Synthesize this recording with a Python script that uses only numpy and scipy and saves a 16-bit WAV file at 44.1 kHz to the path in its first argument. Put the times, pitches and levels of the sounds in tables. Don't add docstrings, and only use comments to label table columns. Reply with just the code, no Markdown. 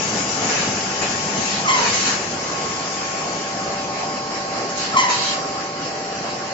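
import sys
import numpy as np
from scipy import signal
from scipy.fft import rfft, irfft, next_fast_len
from scipy.io import wavfile
from scipy.ndimage import uniform_filter1d, map_coordinates

SR = 44100
rng = np.random.default_rng(int(sys.argv[2]) if len(sys.argv) > 2 else 0)


def unload_wav(signal):
    wavfile.write(
        sys.argv[1],
        SR,
        np.round(np.clip(np.atleast_2d(signal).T, -1, 1) * 32767).astype(np.int16),
    )


N = 287973
TIME = np.arange(N) / SR
TOP_HZ = 7560


def amp(db):
    return 10 ** (np.asarray(db) / 20)


def unit(x):
    return x / np.sqrt(np.mean(x ** 2) + 1e-20)


def along(points, hz):
    freqs_hz, values = np.transpose(points)
    return np.interp(np.log(hz + 1), np.log(freqs_hz + 1), values)


def curve(points):
    return np.interp(TIME, *np.transpose(points))


def wobble(rate_hz):
    return map_coordinates(rng.standard_normal(int(N * rate_hz / SR) + 4), [TIME * rate_hz])


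def gate(start_s, length_s, attack_s, t60_s):
    released_s = np.maximum(TIME - start_s - length_s, 0)
    return np.clip((TIME - start_s) / attack_s, 0, 1) * amp(-60 * released_s / t60_s)


def walk(start_db, end_db):
    return amp(np.linspace(start_db, end_db, N))


def sides(lean_db):
    return amp(np.array([[.5], [-.5]]) * lean_db)


def filtered(x, response):
    size = next_fast_len(N + SR // 2)
    return irfft(rfft(x, size) * response(np.fft.rfftfreq(size, 1 / SR)), size)[..., :N]


def rush(spectrum, patchy_db=2.3):
    # freq_hz, left_right_correlation
    likeness = [(60, 1), (170, 1), (350, 0.85), (700, 0.43), (1300, 0), (3000, 0.0056), (7000, 0)]
    bins = signal.stft(rng.standard_normal((2, N)), nperseg=512)[2]
    patches = uniform_filter1d(rng.standard_normal(bins.shape[1:]), size=3, axis=0)
    patches = uniform_filter1d(patches, size=10, axis=1)
    noise = signal.istft(bins * amp(patchy_db * unit(patches)), nperseg=512)[1][:, :N]

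    def mid_side(hz):
        width_rad = np.arccos(np.clip(along(likeness, hz), -1, .985)) / 2
        return amp(along(spectrum, hz)) * np.array([np.cos(width_rad), np.sin(width_rad)])

    mid, side = filtered(noise, mid_side)
    return unit(np.array([mid + side, mid - side]))


def tone(hz, apart_rad, drift_hz, waver_db):
    phase = 2 * np.pi * np.cumsum(hz + drift_hz * wobble(9)) / SR
    pair = [amp(waver_db * wobble(3.916)) * np.sin(phase + side * apart_rad / 2) for side in (1, -1)]
    return unit(np.array(pair))


def guards(x):
    # delay_s, gain (capped below)
    reflections = [(.0023, 0.21), (.0041, 0.43), (.0068, 0.43)]
    sway_s = 0.00008
    out = x
    for delay_s, gain in reflections:
        earlier_s = TIME - delay_s - sway_s * wobble(2.5)
        out = out + min(gain, .33) * np.array([np.interp(earlier_s, TIME, side) for side in x])
    return out


def hall(x, wet_db):
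    # freq_hz, t60_s
    decay = [(200, 0.54), (1000, 0.56), (4000, 0.19), (8000, 0.13)]
    hz, age_s, bins = signal.stft(rng.standard_normal((2, SR * 3 // 4)), SR, nperseg=256)
    tail = signal.istft(bins * amp(-60 * age_s / along(decay, hz)[:, None]), SR, nperseg=256)[1]
    tail /= np.sqrt(np.mean(np.abs(rfft(tail, SR)[:, :TOP_HZ]) ** 2))
    echo = signal.fftconvolve(np.atleast_2d(x), tail, axes=1)[:, :N]
    return (x + amp(wet_db) * echo) / np.hypot(1, amp(wet_db))


def conveyors():
    # freq_hz, density_db
    drive_spectrum = [(20, -35), (45, -24), (62, -16.5), (82, -9.5), (115, -7.5), (160, -0.5), (200, -3),
                      (280, -3), (450, -3), (900, -16.5), (2000, -46)]
    gantry_spectrum = [(60, -31.5), (105, -5.5), (160, -8.5), (182, -12.5), (197, 0.5), (220, -2),
                       (255, -4), (300, -15), (600, -26)]
    # start_s, length_s, level_db
    carriage_runs = [(-.05, .78, -33.5), (0.967, 0.66, -34.5), (1.8, .43, -33)]
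    # peak_s, level_db
    carriage_stops = [(0.419, -24.5), (.68, -23.5), (1.03, -26.5), (1.385, -21), (4.947, -27)]
    rise_s = 0.014
    rumble = walk(-32, -35.5) * amp(0.35 * wobble(10)) * rush(drive_spectrum, patchy_db=1.2)
    runs = sum(amp(db) * gate(start_s, length_s, attack_s=0.08, t60_s=0.75)
               for start_s, length_s, db in carriage_runs)
    shake = runs * rush(gantry_spectrum)
    stops = sum(amp(db) * gate(peak_s - rise_s, rise_s, rise_s, t60_s=0.17)
                for peak_s, db in carriage_stops)
    thumps = stops * unit(rush(drive_spectrum) + amp(4) * rush(gantry_spectrum))
    return rumble + shake + thumps


def blower():
    # freq_hz, density_db
    air_spectrum = [(60, -31), (250, -7), (500, -4), (750, 0.5), (950, -5), (1120, -2.5), (1300, -5.5),
                    (2000, -8.5), (3000, -11), (3550, -20), (4400, -9), (5600, -8.5), (6200, -13.5),
                    (7500, -13)]
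    # shaft_multiple, start_db, end_db, apart_rad
    harmonics = [(2, -40, -54.5, 0), (3, -53.5, -57, 0.15), (5, -48.5, -57.5, 0.13), (6, -45, -38.5, 0.64),
                 (7, -45, -53.5, 0.06), (8, -38.5, -35.5, 0.82), (9, -38, -54, 0.8)]
    # time_s, offset_db
    hum_swell = [(0, -1), (1.2, 2.5), (2.5, -2.5), (3.8, 3.5), (5.1, 1.1), (5.7, -1), (6.53, 1)]
    shaft_hz = 97.18
    air = walk(-25.5, -26.83) * amp(0.75 * wobble(12)) * rush(air_spectrum)
    hum = sum(walk(start_db, end_db) * tone(multiple * shaft_hz, apart_rad, drift_hz=1.38, waver_db=1.5)
              for multiple, start_db, end_db, apart_rad in harmonics)
    return air + amp(curve(hum_swell)) * hum


def motor():
    # time_s, level_db
    whine_level = [(0, -39), (3.5, -34), (5.6, -36), (6.1, -45.5), (6.53, -40)]
    # pitch_hz, start_db, end_db, apart_rad
    inverter_lines = [(1666, -51, -55, 1), (4935, -47, -54, 2.3), (5000, -43.5, -50.5, 1.6)]
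    whine_hz = 1092
    whine = sides(-3) * tone(whine_hz, apart_rad=1.32, drift_hz=2.2, waver_db=2.5)
    octave = amp(-17) * tone(2 * whine_hz, apart_rad=1.0, drift_hz=2.7, waver_db=0)
    inverter = sum(walk(start_db, end_db) * tone(hz, apart_rad, drift_hz=4, waver_db=2.5)
                   for hz, start_db, end_db, apart_rad in inverter_lines)
    return amp(curve(whine_level)) * (whine + octave) + inverter


def suction_head():
    # time_s, level_db
    leak_level = [(0, -23), (2.05, -24), (2.3, -29), (3.2, -27.5), (4.4, -40), (6.53, -48)]
    # freq_hz, density_db
    leak_spectrum = [(500, -26.5), (1500, 0), (2800, 1.5), (3600, -4), (4400, -5.5), (5300, 2.5), (6200, 2),
                     (6800, 5), (7500, 0.5)]
    jet_spectrum = [(150, -25), (500, -5.5), (1100, -4), (1700, 0), (2300, -0.5), (2850, 0), (3400, -11),
                    (3900, -4.5), (4700, -3), (5400, -4.5), (6600, 3), (7500, -4.5)]
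    # start_s, length_s, level_db, tilt_db_per_octave, lean_db
    air_bursts = [(0.415, 0.044, -26.5, -4.5, 3), (0.482, 0.16, -22.5, -2.5, 0.5),
                  (1.007, 0.028, -24, -3, 5), (1.396, 0.086, -20, 4, 5.5), (1.757, 0.13, -22, -2.5, 1),
                  (1.918, 0.11, -19, 1.5, 0), (2.048, 0.1, -22.5, -0.5, 4), (5.078, 0.059, -22.5, -2, 1)]
    leak = amp(curve(leak_level) + 0.6 * wobble(17)) * sides(6.4) * rush(leak_spectrum)
    air = rush(jet_spectrum)
    jets = 0
    for start_s, length_s, db, tilt, lean_db in air_bursts:
        hiss = unit(filtered(air, lambda hz: amp(tilt * np.log2(np.maximum(hz, 400) / 3000))))
        jets += amp(db) * gate(start_s, length_s, attack_s=0.018, t60_s=0.35) * sides(lean_db) * hiss
    return leak + jets


def valve_chirp():
    start_s, centre_hz = 1.005, 2495
    rise = np.clip((TIME - start_s) / .04, 0, 1) - .5
    hz = centre_hz * (1 + .1 * rise + .06 * wobble(700))
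    note = np.sqrt(2) * np.sin(2 * np.pi * np.cumsum(hz) / SR)
    envelope = amp(-24) * gate(start_s, length_s=0.027, attack_s=0.023, t60_s=0.048)
    return hall(envelope * note, wet_db=12)


def cylinder_exhaust():
    # start_s, length_s, level_db, t60_s
    silencer_puffs = [(1.458, 0.13, -24, 0.24), (1.778, 0.33, -24, 0.27), (4.746, 0.1, -22, 0.63),
                      (5.07, 0.27, -20.5, 0.22)]
    # start_s, level_db
    valve_spits = [(4.687, -27), (4.76, -26.5), (5.1, -29)]
    # freq_hz, density_db
    puff_spectrum = [(500, -26), (1500, -3), (2400, -2.5), (3050, 0), (3500, -5), (4000, 2), (4500, 4.5),
                     (5200, 1.5), (5900, -4.5), (6800, -4.5), (7500, -3)]
    spit_spectrum = [(2000, -28), (4500, -5), (6500, 5.5), (7500, -2.5)]
    puffs = sum(amp(db) * gate(start_s, length_s, attack_s=0.055, t60_s=t60_s)
                for start_s, length_s, db, t60_s in silencer_puffs)
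    spits = sum(amp(db) * gate(start_s, length_s=0.02, attack_s=0.01, t60_s=0.35)
                for start_s, db in valve_spits)
    flutter = amp(0.79 * wobble(30))
    air = puffs * rush(puff_spectrum) + spits * rush(spit_spectrum)
    return hall(guards(flutter * sides(-.97) * air), wet_db=-5.5)


def squeal(start_s, length_s, fundamental_db, overtones_db, slide_hz, fall_hz_per_s, judder_hz):
    # multiple, relative_db
    partials = [(2, 2), (3, -3.5), (4, -8), (5, -6), (6, -4), (7, -7)]
    stick_hz, judder_depth, scatter_rad = 1350, 0.38, 1.0
    creep_s, break_s, grip_t60_s = 0.016, 0.024, 0.23
    age_s = TIME - start_s
    glide = np.clip((age_s + creep_s) / (creep_s + break_s), 0, 1)
    hz = stick_hz + glide * (slide_hz - stick_hz) - fall_hz_per_s * np.clip(age_s, 0, 2 * length_s)
    jitter = .035 * wobble(900) + .02 * wobble(200)
    phase = 2 * np.pi * np.cumsum(hz * (1 + jitter)) / SR

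    free = np.clip(age_s / break_s, 0, 1)
    judder_phase = 2 * np.pi * judder_hz * (age_s - break_s) + .5 * wobble(25)
    judder = 1 + judder_depth * free * np.cos(judder_phase)
    creep = amp(-7) * gate(start_s - creep_s, creep_s, creep_s, grip_t60_s)
    grip = gate(start_s, 0.043, break_s, grip_t60_s)
    slide = gate(start_s, length_s, break_s, t60_s=0.1)
    envelope = np.maximum.reduce([creep, grip, amp(-9.5) * slide])
    rasp = slide * gate(start_s + break_s / 2, 0.045, break_s / 2, t60_s=0.5)

    def flutter(depth):
        return (1 + depth * wobble(400)) / np.hypot(1, depth)

    overtones = sum(amp(db) * flutter(.5) * np.sin(multiple * phase + scatter_rad * wobble(350))
                    for multiple, db in partials)
    fundamental = envelope * judder * flutter(.2) * np.sin(phase)
    return np.sqrt(2) * (amp(fundamental_db) * fundamental + amp(overtones_db) * rasp * overtones)


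def cylinder_strokes():
    # start_s, length_s, fundamental_db, overtones_db, slide_hz, fall_hz_per_s, judder_hz
    strokes = [(1.659, 0.17, -15.6, -23, 1080, 800, 54), (4.946, 0.18, -13.5, -22.3, 1050, 480, 42)]
    left_lead_s = 0.00023
    from_left = lambda hz: np.exp(1j * np.pi * hz * left_lead_s * np.array([[1], [-1]]))
    return sum(hall(filtered(squeal(*stroke), from_left), wet_db=-3) for stroke in strokes)


def whistle():
    envelope = amp(-40) * gate(start_s=4.02, length_s=0.19, attack_s=0.025, t60_s=0.137)
    return envelope * tone(hz=5060, apart_rad=0.74, drift_hz=12, waver_db=3.5)


def scene():
    machines = conveyors() + blower() + motor()
    pneumatics = guards(suction_head()) + valve_chirp() + cylinder_exhaust() + cylinder_strokes()
    return machines + pneumatics + whistle()


def record(dry):
    return filtered(dry, lambda hz: np.clip((TOP_HZ - hz) / 100 + .5, 0, 1))


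dry = scene()
out = record(dry)
unload_wav(out)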